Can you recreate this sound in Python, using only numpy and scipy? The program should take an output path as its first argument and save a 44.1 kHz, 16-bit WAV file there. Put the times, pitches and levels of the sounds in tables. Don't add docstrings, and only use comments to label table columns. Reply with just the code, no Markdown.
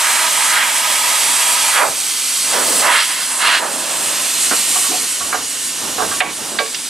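import sys
import numpy as np
from scipy import signal
from scipy.fft import rfft, irfft, next_fast_len
from scipy.io import wavfile
from scipy.ndimage import uniform_filter1d, minimum_filter1d, map_coordinates

SR = 44100
rng = np.random.default_rng(int(sys.argv[2]) if len(sys.argv) > 2 else 0)


def master(y):
    cut = np.clip(np.atleast_2d(y).T, -1, 1)
    pcm = np.round(cut * 32767)
    wavfile.write(sys.argv[1], SR, pcm.astype(np.int16))


N = 303849

# time in seconds, level in dB.
JET_LEVELS = [(0, -18), (0.66, -18.5), (1.2, -18), (1.68, -18.5), (1.95, -21), (2.42, -20.5), (2.8, -17),
              (3.15, -21), (3.33, -23), (3.48, -22.5), (3.72, -23.5), (4.0, -21), (4.42, -18.5),
              (4.9, -19.5), (5.3, -25.5), (6.17, -24), (6.3, -28.5), (6.89, -28)]
# frequency in Hz, relative level in dB.
HISS_COLOUR = [(3000, -41), (6000, -37), (7000, -4), (7900, 0.6), (9500, -0.5), (10300, -4), (11500, -8),
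               (13000, -39)]
SIZZLE_COLOUR = [(8000, -26.5), (10500, -11), (11400, 0), (12500, -3), (14000, -8.5), (15500, -24)]
RUSH_COLOUR = [(30, -60), (100, -58), (300, -12.5), (700, -10.5), (1000, -5.5), (2000, -2.5), (2800, 0.5),
               (4500, 0.5), (6300, 2), (8000, -4), (12000, -26)]
ROAR_COLOUR = [(100, -58), (300, -22), (480, -14.5), (600, -9), (760, -2), (930, 2.5), (1500, -6),
               (1900, -2.5), (2500, -0.5), (3400, -6.5), (4500, -26), (9000, -38)]
ROOM_COLOUR = [(20, -38), (45, -27), (70, -14), (120, -7), (160, -0.5), (210, 4), (260, 4.5), (370, -0.5),
               (800, -15), (2000, -35), (8000, -45)]
CLOTHES_COLOUR = [(40, -30), (100, -21), (160, -3.5), (280, 1), (450, -3), (750, -2), (1200, -4),
                  (2500, -19), (8000, -36)]
THUD_COLOUR = [(20, -18), (50, -8), (70, 3), (110, 3), (220, -9), (500, -50)]
# centre in Hz, width in Hz, boost or dip in dB at depth 1.
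HOLLOW_BANDS = [(280, 100, 4.5), (418, 230, -5), (613, 150, 7), (732, 18, -21), (974, 41, 6.5),
                (1268, 38, 8), (1430, 87, -1), (1670, 230, 4.5), (1974, 61, 4.5), (2830, 120, 2),
                (3350, 96, 7)]
# start and length in seconds, level in dB, first and last centre
# in Hz, sharpness of the hump, rise and fall in dB per second.
EDGE_PASSES = [(0.05, 0.15, -23.5, 1570, 1620, 3.4, 80), (0.565, 0.03, -13.5, 1620, 1650, 2.3, 123),
               (1.769, 0.069, -12.5, 1310, 860, 1.4, 200), (2.544, 0.086, -18, 686, 480, 0.49, 172),
               (2.66, 0.22, -20, 320, 350, 0.35, 170), (2.864, 0.14, -10.5, 1060, 1900, 1.18, 218),
               (3.07, 0.16, -23.5, 1800, 1900, 0.84, 170), (3.326, 0.063, -27, 1210, 1000, 1.6, 60),
               (3.432, 0.14, -11.5, 1630, 1800, 1.07, 378), (3.592, 0.056, -20, 700, 660, 0.93, 145),
               (3.705, 0.48, -27, 523, 740, 0.49, 50)]
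# multiple of the centre frequency, level in dB at sharpness 1.
EDGE_HUMP = [(.08, -22), (.25, -14.5), (.5, -6), (.8, -0.5), (1.1, -0.5), (1.6, -3), (2.6, -6.5),
             (3.6, -16), (14, -41)]
# start and length in seconds, rub and thud levels in dB.
WEIGHT_SHIFTS = [(1.87, 0.044, -41, -51), (2.493, 0.39, -40, -60), (3.69, 0.079, -31.5, -62),
                 (3.9, 0.35, -38, -59), (4.346, 0.7, -37.5, -56.5), (5.212, 0.2, -35, -51),
                 (5.443, 0.31, -44, -58.5), (5.828, 0.039, -27.5, -46), (5.99, 0.15, -31.5, -46),
                 (6.236, 0.049, -30.5, -51), (6.414, 0.16, -33.5, -56), (6.65, 0.24, -43, -68)]
# start in seconds, level in dB, low and high roll-off in Hz,
# ring in dB relative to that level.
BLOWS = [(4.509, -12, 229, 1890, -11), (4.523, -15, 240, 1900, -15), (4.754, -21, 734, 1280, 6),
         (4.841, -25, 900, 1300, 5.5), (4.884, -26, 220, 352, -3), (4.912, -26, 660, 830, 10),
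         (4.936, -28.5, 660, 830, 9.5), (5.206, -27, 1000, 1220, 10.5), (5.325, -18, 950, 2100, 8),
         (5.342, -17, 477, 1700, 5.5), (5.98, -19.5, 497, 1410, 5), (5.997, -18, 620, 1250, 6),
         (6.02, -15.5, 506, 1450, 5.5), (6.112, -22.5, 1000, 1600, 8), (6.204, 0.5, 1780, 2570, -2.5),
         (6.206, -9, 700, 920, 4), (6.587, -12, 1240, 3860, 8.5), (6.592, -18, 410, 726, 5),
         (6.744, -14, 1900, 5200, -14)]
# frequency in Hz, relative level in dB, seconds to die away by 60 dB.
FRAME_MODES = [(280, -3, 0.15), (446.2, 1, 0.32), (736, 5.5, 0.12), (806, -11, 0.1), (1129, 1, 0.25),
               (1210, 3, 0.073), (1390, 1, 0.064), (1601, 5.5, 0.098), (1846, -9, 0.12), (2033, -4, 0.1),
               (2292, -6, 0.23), (2450, -11, 0.13), (2880, -25, 0.1), (3450, -4, 0.073), (3610, 8.5, 0.028),
               (3850, -1, .08), (4530, 6, 0.084)]
# frequency in Hz, likeness of left and right (1 is mono).
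STEREO_LIKENESS = [(25, 0.62), (70, 0.99), (250, 0.75), (400, 0.89), (620, 0.66), (1000, 0.86),
                   (2500, 0.91), (4200, 0.95), (6000, 0.92), (8000, 0.98), (9800, 0.81), (11500, 0.045),
                   (13500, 0.039)]
# frequency in Hz, left minus right in dB.
LEFT_BALANCE = [(100, 0), (250, -3), (400, -6.5), (650, -6.5), (1000, -5.5), (1600, -3), (2500, -2.5),
                (4400, -2), (8500, -2.5), (12000, .5), (14000, -1)]
# frequency in Hz, lead of the left side in radians.
LEFT_LEAD = [(80, 0), (150, -0.12), (260, -0.38), (400, -0.048), (650, -0.22), (1000, 0.31), (2500, -0.086),
             (6000, -0.5)]


def amp(db):
    return 10 ** (np.asarray(db) / 20)


def unit(x):
    return x / np.sqrt(np.mean(x ** 2) + 1e-20)


def along(points, hz):
    freqs, values = np.transpose(points)
    return np.interp(np.log(hz + 1e-6), np.log(freqs), values)


def wobble(rate):
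    return map_coordinates(rng.standard_normal(int(N * rate / SR) + 4), [np.arange(N) * rate / SR])


def swell(start, length, rise_db_per_s, fall_db_per_s):
    t = np.arange(N) / SR
    return np.clip(np.minimum(rise_db_per_s * (t - start), fall_db_per_s * (start + length - t)), -120, 0)


def filtered(x, response):
    n = x.shape[-1]
    size = next_fast_len(n + SR // 4)
    return irfft(rfft(x, size) * response(np.fft.rfftfreq(size, 1 / SR)), size)[..., :n]


def noise(colour):
    return unit(filtered(rng.standard_normal((2, N)), lambda hz: amp(along(colour, hz))))


def jet(edge_db):
    facing_db = -22
    full_duck_db, duck_lag_s = -12, 0.12
    keep = np.exp(-1 / (duck_lag_s * SR))
    duck = signal.lfilter([1 - keep], [1, -keep], amp(edge_db - full_duck_db))
    turn_db = np.interp(np.arange(N) / SR, *np.transpose(JET_LEVELS)) - facing_db
    hiss_db = turn_db - 3 * duck
    sizzle_db = -9 + 1.13 * hiss_db
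    rush_db = 0.19 + 0.93 * turn_db - 5.5 * duck
    hiss = amp(hiss_db + 0.4 + 1.45 * wobble(14)) * noise(HISS_COLOUR)
    sizzle = amp(sizzle_db + 0.6 * wobble(9)) * noise(SIZZLE_COLOUR)
    rush = amp(rush_db + 0.29 * wobble(12)) * noise(RUSH_COLOUR)
    return (hiss + sizzle + rush) * amp(facing_db + 0.39 * wobble(22))


def hollow(x, depth):
    lift_db = lambda hz: sum(db / (1 + (2 * (hz - centre) / width) ** 2)
                             for centre, width, db in HOLLOW_BANDS)
    return filtered(x, lambda hz: amp(depth * lift_db(hz)))


def cut(level_db=-20.5, end_s=1.69, fade_db_per_s=72):
    roar_db = level_db - fade_db_per_s * np.maximum(np.arange(N) / SR - end_s, 0)
    return amp(roar_db + 0.65 * wobble(31.7)) * unit(hollow(noise(ROAR_COLOUR), depth=1.35))


def workshop(room_db=-48, fan_db=-49.5, fan_hz=260.6):
    phase = 2 * np.pi * np.cumsum(fan_hz + 4.73 * wobble(13)) / SR
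    fan = amp(fan_db + 3 * wobble(11)) * np.array([np.sin(phase), np.cos(phase)])
    return amp(room_db + 1.6 * wobble(12)) * noise(ROOM_COLOUR) + fan


def grazing():
    t = np.arange(N) / SR
    glide_s = 0.09
    levels_db = np.array([db + swell(s, length, ramp, ramp) for s, length, db, *_, ramp in EDGE_PASSES])
    leading = np.array(EDGE_PASSES)[levels_db.argmax(axis=0)]
    start, length, _, first_hz, last_hz, sharpness, _ = leading.T
    progress = np.clip(t - start, -glide_s, length + glide_s) / length
    return levels_db.max(axis=0), first_hz * (last_hz / first_hz) ** progress, sharpness


def swooshes(level_db, centre_hz, sharpness):
    hz, t, spectra = signal.stft(rng.standard_normal((2, N)), SR, nperseg=512)
    framed = lambda curve: np.interp(t, np.arange(N) / SR, curve)
    hump = amp(framed(sharpness) * along(EDGE_HUMP, hz[:, None] / framed(centre_hz)))
    hump /= np.sqrt(np.mean(hump ** 2, axis=0))
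    air = signal.istft(spectra * hump, SR, nperseg=512)[1][:, :N]
    air = filtered(air, lambda f: f ** 3 / (f ** 3 + 190 ** 3))
    return amp(level_db + 0.82 * wobble(45)) * unit(hollow(air, depth=0.64))


def worker():
    envelopes = amp([swell(start, length, rise_db_per_s=250, fall_db_per_s=158)
                     for start, length, *_ in WEIGHT_SHIFTS])
    _, _, rub_db, thud_db = np.transpose(WEIGHT_SHIFTS)
    rub_gain = amp(rub_db) @ envelopes * amp(2.3 * wobble(20))
    rubbing = rub_gain * unit(hollow(noise(CLOTHES_COLOUR), depth=0.2))
    thuds = amp(thud_db) @ envelopes * amp(2.0 * wobble(14)) * noise(THUD_COLOUR)
    return rubbing + thuds


def knocks(attack_cycles=4.8):
    out = np.zeros((2, N + SR))
    t = np.arange(SR // 4) / SR
    mode_hz, mode_db, mode_t60 = np.transpose(FRAME_MODES)[:, :, None]
    for start, db, low_hz, high_hz, ring_db in BLOWS:
        contact = lambda f: 1 / np.sqrt((1 + (low_hz / (f + 1)) ** 8) * (1 + (f / high_hz) ** 9))
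        clatter_t60 = 0.11 * (2000 / high_hz) ** 0.68
        clatter = unit(filtered(rng.standard_normal((2, len(t))), contact)) * amp(-60 * t / clatter_t60)
        strengths = contact(mode_hz) * amp(mode_db + rng.standard_normal(mode_hz.shape))
        phases = rng.uniform(0, 2 * np.pi, (2, len(mode_hz), 1))
        modes = strengths * amp(-60 * t / mode_t60) * np.sin(2 * np.pi * mode_hz * t + phases)
        ring = modes.sum(axis=1) / np.linalg.norm(strengths)
        attack = 1 - np.exp(-t * high_hz / attack_cycles)
        at = round(start * SR)
        out[:, at:at + len(t)] += amp(db) * (amp(0.7) * clatter + amp(ring_db) * ring) * attack
    return out[:, :N]


def reflected(x, echo_db, t60, above_hz):
    t = np.arange(SR // 10) / SR
    hop = SR
    fade = np.sin(np.pi * np.arange(2 * hop) / (2 * hop))
    padded = np.pad(x, ((0, 0), (hop, 3 * hop)))
    wet = np.zeros_like(padded)
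    for start in range(0, N + hop, hop):
        echoes = rng.standard_normal((2, len(t))) * amp(-60 * t / t60)
        echoes /= np.linalg.norm(echoes[0])
        echoes = filtered(echoes, lambda hz: hz ** 2 / (hz ** 2 + above_hz ** 2))
        answer = signal.fftconvolve(padded[:, start:start + 2 * hop] * fade, echoes, axes=1)
        wet[:, start:start + answer.shape[1]] += answer
    return (x + amp(echo_db) * wet[:, hop:hop + N]) / np.hypot(1, amp(echo_db))


def microphones(pair):
    spread = lambda hz: np.arccos(np.clip(along(STEREO_LIKENESS, hz), -1, 1)) / 2
    mid, side = filtered(pair, lambda hz: np.array([np.cos(spread(hz)), np.sin(spread(hz))]))
    half = np.array([[.5], [-.5]])
    ports = lambda hz: amp(half * along(LEFT_BALANCE, hz)) * np.exp(1j * half * along(LEFT_LEAD, hz))
    return filtered(np.array([mid + side, mid - side]), ports)


def limiter(x, ceiling_db, release_db_per_s):
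    peak_db = 20 * np.log10(np.abs(x).max(axis=0) + 1e-9)
    over_db = np.maximum(peak_db - ceiling_db, 0)
    ramp = release_db_per_s * np.arange(N) / SR
    duck_db = np.maximum.accumulate(over_db + ramp) - ramp
    return x * uniform_filter1d(minimum_filter1d(amp(-duck_db), size=45), size=45)


def scene():
    edge_db, centre_hz, sharpness = grazing()
    torch = jet(edge_db) + cut() + swooshes(edge_db, centre_hz, sharpness)
    torch = reflected(torch, echo_db=-6.5, t60=0.12, above_hz=1100)
    blows = reflected(knocks(), echo_db=-10, t60=0.86, above_hz=880)
    return microphones(torch + worker() + workshop()) + amp([[-1.1], [.6]]) * microphones(blows)


def record(dry, top_hz=15600):
    return filtered(limiter(dry, ceiling_db=-0.9, release_db_per_s=106), lambda hz: hz < top_hz)


dry = scene()
out = record(dry)
master(out)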